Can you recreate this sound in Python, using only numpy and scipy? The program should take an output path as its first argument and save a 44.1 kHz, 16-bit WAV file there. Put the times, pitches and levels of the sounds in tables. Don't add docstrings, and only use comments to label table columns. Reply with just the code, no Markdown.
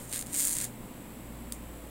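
import sys
import numpy as np
from scipy import signal
from scipy.fft import rfft, irfft
from scipy.io import wavfile
from scipy.ndimage import uniform_filter1d

SR = 44100
rng = np.random.default_rng(int(sys.argv[2]) if len(sys.argv) > 2 else 0)


def file_out(sig):
    cols = np.atleast_2d(sig).T
    lim = np.clip(cols, -1, 1)
    pcm = np.round(lim * 32767).astype(np.int16)
    wavfile.write(sys.argv[1], SR, pcm)


N = 83790

# frequency in Hz, relative level in dB.
SPARK_SPECTRUM = [(1000, -42), (3000, -27.5), (5500, -16.5), (7000, -2), (8600, 2), (10000, -3),
                  (12500, -9.5), (16000, -15.5)]


def undb(db):
    return 10 ** (np.asarray(db) / 20)


def unit(x):
    return x / np.sqrt(np.mean(x ** 2))


def curve(table, column=1):
    rows = np.array(table)
    return undb(np.interp(np.arange(N) / SR, rows[:, 0], rows[:, column]))


def click(spectrum, size=512):
    hz, db = np.array(spectrum).T
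    freqs = np.maximum(np.fft.rfftfreq(size, 1 / SR), 1)
    gains = undb(np.interp(np.log(freqs), np.log(hz), db))
    cepstrum = irfft(np.log(gains))
    cepstrum[1:size // 2] *= 2
    cepstrum[size // 2 + 1:] = 0
    wave = irfft(np.exp(rfft(cepstrum)))
    return wave / np.abs(wave).max()


def through(x, shape):
    return signal.fftconvolve(x, shape)[:N]


def noise(spectrum):
    shape = click(spectrum, size=8192)
    white = rng.standard_normal(N + len(shape) - 1)
    return unit(signal.fftconvolve(white, shape, "valid"))


def pulses(times, gains):
    out = np.zeros(N)
    samples = np.round(times * SR).astype(int)
    np.add.at(out, np.clip(samples, 0, N - 1), gains)
    return out


def flutter(rate_hz):
    hold = max(int(SR / rate_hz), 1)
    steps = np.repeat(rng.standard_normal(N)[:N // hold + 1], hold)
    return uniform_filter1d(steps, hold)[:N]


def fur_strokes():
    # time in seconds, relative swish and rustle levels in dB.
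    strokes = [(0, -45.5, -55.5), (.06, -50, -73), (.115, -42, -52.5), (.15, -34, -45), (.18, -43, -49),
               (.222, -44, -59), (.236, -71, -70), (.27, -53, -58), (.322, -44.5, -56), (.335, -42, -56),
               (.355, -35, -45.5), (.4, -30, -48), (.46, -30, -47.5), (.52, -35.5, -53.5),
               (.6, -36.5, -45.5), (.648, -35, -48.5), (.668, -66, -53), (.7, -80, -85)]
    # frequency in Hz, relative level in dB.
    swish_spectrum = [(1000, -43), (3000, -24.5), (4600, -15), (5800, -14.5), (7100, -5), (8400, 0),
                      (10000, -6.5), (12500, -9.5), (16000, -14.5)]
    rustle_spectrum = [(400, -12), (1250, -9.5), (2000, -4.5), (2700, -6), (3500, -2.5), (4600, -5),
                       (6000, -10.5), (12000, -30)]
    sparks_per_second, spread_db = 2000, 4.5
    grip = undb(2.05 * flutter(rate_hz=140))
    stroke = curve(strokes)
    fires = rng.random(N) < sparks_per_second / SR
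    sizes = undb(spread_db * np.minimum(rng.standard_normal(N), 2))
    crackle = undb(-7.5) * unit(through(fires * sizes, click(SPARK_SPECTRUM)))
    swish = undb(-4) * noise(swish_spectrum)
    rubbing = unit(noise(rustle_spectrum) + undb(-3) * pipe_ring())
    rustle = undb(-1) * curve(strokes, column=2) * rubbing
    return grip * (stroke * swish + rustle) + stroke * crackle


def pipe_ring():
    # frequency in Hz, width in Hz, relative level in dB.
    resonances = [(1655, 170, -3), (1840, 140, -5.5), (2106, 230, -0.5)]
    ring = np.zeros(N)
    for hz, width, db in resonances:
        band = signal.iirpeak(hz, hz / width, fs=SR)
        ring += undb(db) * unit(signal.lfilter(*band, rng.standard_normal(N)))
    return unit(ring)


def hum_tone(hz):
    t = np.arange(N) / SR
    phase = 2 * np.pi * (hz * t + rng.random())
    return np.sqrt(2) * np.sin(phase + 0.27 * flutter(rate_hz=6))


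def air_and_hum():
    # frequency in Hz, typical level in dB.
    hum_tones = [(28, -61.5), (118.8, -56), (171, -63.5), (229, -60.5), (239, -59.5), (285.3, -58),
                 (317, -63.5), (511.4, -62), (570.6, -64.5), (974.4, -71.5)]
    # frequency in Hz, relative level in dB.
    air_spectrum = [(20, -3.5), (30, 1), (45, -12.5), (80, -6.5), (130, -5), (220, 0.5), (300, -4),
                    (400, -7.5), (700, -11.5), (1000, -13), (1450, -19.5), (2200, -19.5), (3500, -25),
                    (5600, -33.5), (16000, -56)]
    # time in seconds, level in dB.
    drone_levels = [(0, -56), (.3, -53.5), (.38, -63.5), (.6, -54.5), (.72, -63), (1.15, -53.5),
                    (1.3, -48.5), (1.58, -46.5), (1.9, -49.5)]
    hum = sum(undb(db + 2.7 * flutter(rate_hz=5.2)) * hum_tone(hz) for hz, db in hum_tones)
    air = undb(-47) * noise(air_spectrum)
    drone = curve(drone_levels) * hum_tone(hz=57.1)
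    return air + hum + drone


def microphone_noise():
    # frequency in Hz, relative level in dB.
    hiss_spectrum = [(2000, -15.5), (5600, -14.5), (7000, -2.5), (8300, 0), (11000, 0.5), (16000, 1)]
    whine_hz, pulse_hz, sharpness = 7844, 60.1, 9.4
    t = np.arange(N) / SR - 1.0055
    pulsing = np.exp(sharpness * (np.cos(2 * np.pi * pulse_hz * t) - 1))
    whine = undb(-44.5) * pulsing * np.sin(2 * np.pi * whine_hz * t)
    return undb(-54) * noise(hiss_spectrum) + whine


def sparks():
    # start in seconds, relative tick level in dB, dB added to that for the body.
    spark_events = [(0.095, -26, -33), (.1166, -23, -17), (0.1274, -14, -10), (0.135, -16.5, -9),
                    (0.1434, -19, -9), (.1492, -24, -17), (0.1601, -12.5, -13), (0.172, -23, -8),
                    (.1781, -16.5, -19), (0.1914, -18, -19), (0.1928, -14.5, -15), (.2023, -21, -17),
                    (0.212, -17, -12), (0.225, -19.5, -10), (0.263, -25.5, -24), (0.2687, -24.5, -11),
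                    (.3257, -23, -19), (0.3305, -18.5, -18), (0.3352, -16.5, -26), (.343, -14, -18),
                    (0.348, -13, -19), (.3578, -13, -25), (.3633, -13, -24), (.3721, -13, -25),
                    (.3763, -15, -28), (0.3808, -15, -27), (0.386, -13, -27), (.39, -13, -27),
                    (0.394, -14, -30), (.3967, -9.5, -17), (0.4033, -10.5, -15.5), (0.4085, -13, -14),
                    (0.4125, -22, -24), (0.419, -13, -15), (0.425, -12, -15), (0.4328, -17, -14),
                    (0.4353, -18, -24), (.4395, -14, -23), (0.4446, -17, -24), (0.4502, -19, -16),
                    (0.4521, -7.5, -35), (.4674, -18, -26), (0.4721, -8.5, -20), (0.479, -18, -31),
                    (.482, -13, -22), (0.4876, -17, -30), (0.4937, -13, -14.5), (.5028, -14, -29),
                    (0.5079, -15, -12), (0.513, -11.5, -28), (.52, -15, -20), (0.5263, -11.5, -28),
                    (0.5316, -11.5, -20), (.5386, -15, -29), (0.5524, -14, -26), (0.557, -19, -25),
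                    (.568, -13, -13.5), (.5855, -11, -16), (0.6025, -15, -10), (0.6132, -13.5, -19),
                    (.6231, -17, -18), (.6349, -24, -23), (.643, -12, -29), (0.651, -19, -23)]
    # frequency in Hz, relative level in dB.
    body_spectrum = [(500, -21), (1200, -6.5), (1900, 0.5), (3000, 1.5), (4500, 4.5), (7000, -26),
                     (16000, -37)]
    longest_lag_s, repeat_db = .0012, -9.5
    times, db, body_db = np.array(spark_events).T
    strengths = undb(db - 3)
    ticks = pulses(times, strengths)
    for lag in longest_lag_s * rng.uniform(.1, 1, size=(len(times), 2)).T:
        ticks += pulses(times + lag, strengths * undb(repeat_db))
    body = pulses(times, undb(db + body_db - 1.5))
    return through(ticks, click(SPARK_SPECTRUM)) + through(body, click(body_spectrum))


def snap():
    # delay in milliseconds, relative level in dB.
    paths = [(0, 0), (.23, 0.5), (.86, -5), (1.1, -4)]
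    # frequency in Hz, relative level in dB.
    snap_spectrum = [(1000, -24), (2400, -14), (3700, -6), (5000, -8.5), (6500, -1.5), (8500, 3),
                     (10500, -6), (13000, -9), (16000, -10)]
    start_s, scatter_fade_s = 1.523, .001
    delay_ms, db = np.array(paths).T
    arrivals = pulses(start_s + delay_ms / 1000, undb(db))
    age = np.arange(N) / SR - start_s
    fade = (age > 0) * np.exp(-np.abs(age) / scatter_fade_s)
    scatter = undb(-10) * fade * rng.standard_normal(N)
    return undb(-18.5) * through(arrivals + scatter, click(snap_spectrum))


def echo_share(shape, db):
    return undb(db) ** 2 * shape / shape.sum()


def room(direct):
    # frequency in Hz, relative level in dB.
    echo_spectrum = [(1000, -35.5), (3000, -23), (5500, -18.5), (7000, -6.5), (8600, -4), (10000, -8),
                     (12500, -15.5), (16000, -14.5)]
    near_fade_s, wall_delay_s, wall_spread_s = .0014, .011, .0011
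    tail_build_s, tail_fade_s = .011, .15
    t = np.arange(N) / SR
    near = echo_share(np.exp(-t / near_fade_s), db=-7)
    wall = echo_share(np.exp(-((t - wall_delay_s) / wall_spread_s) ** 2), db=-14.5)
    build = 1 - np.exp(-t / tail_build_s)
    fade = np.exp(-np.log(1000) * t / tail_fade_s)
    tail = echo_share((build * fade) ** 2, db=-10)
    echo_energy = np.maximum(through(direct ** 2, near + wall + tail), 0)
    return direct + np.sqrt(echo_energy) * noise(echo_spectrum)


def scene():
    direct = fur_strokes() + sparks() + snap()
    return (room(direct) + air_and_hum())[None]


def record(dry):
    notch_hz, width_hz, top_hz = 7873, 198, 15750
    edges_hz = [notch_hz - width_hz / 2, notch_hz + width_hz / 2]
    notch = signal.butter(3, edges_hz, "bandstop", fs=SR, output="sos")
    top_cut = signal.ellip(10, .2, 80, top_hz, fs=SR, output="sos")
    notched = signal.sosfilt(notch, dry + microphone_noise())
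    return signal.sosfilt(top_cut, notched)


dry = scene()
out = record(dry)
file_out(out)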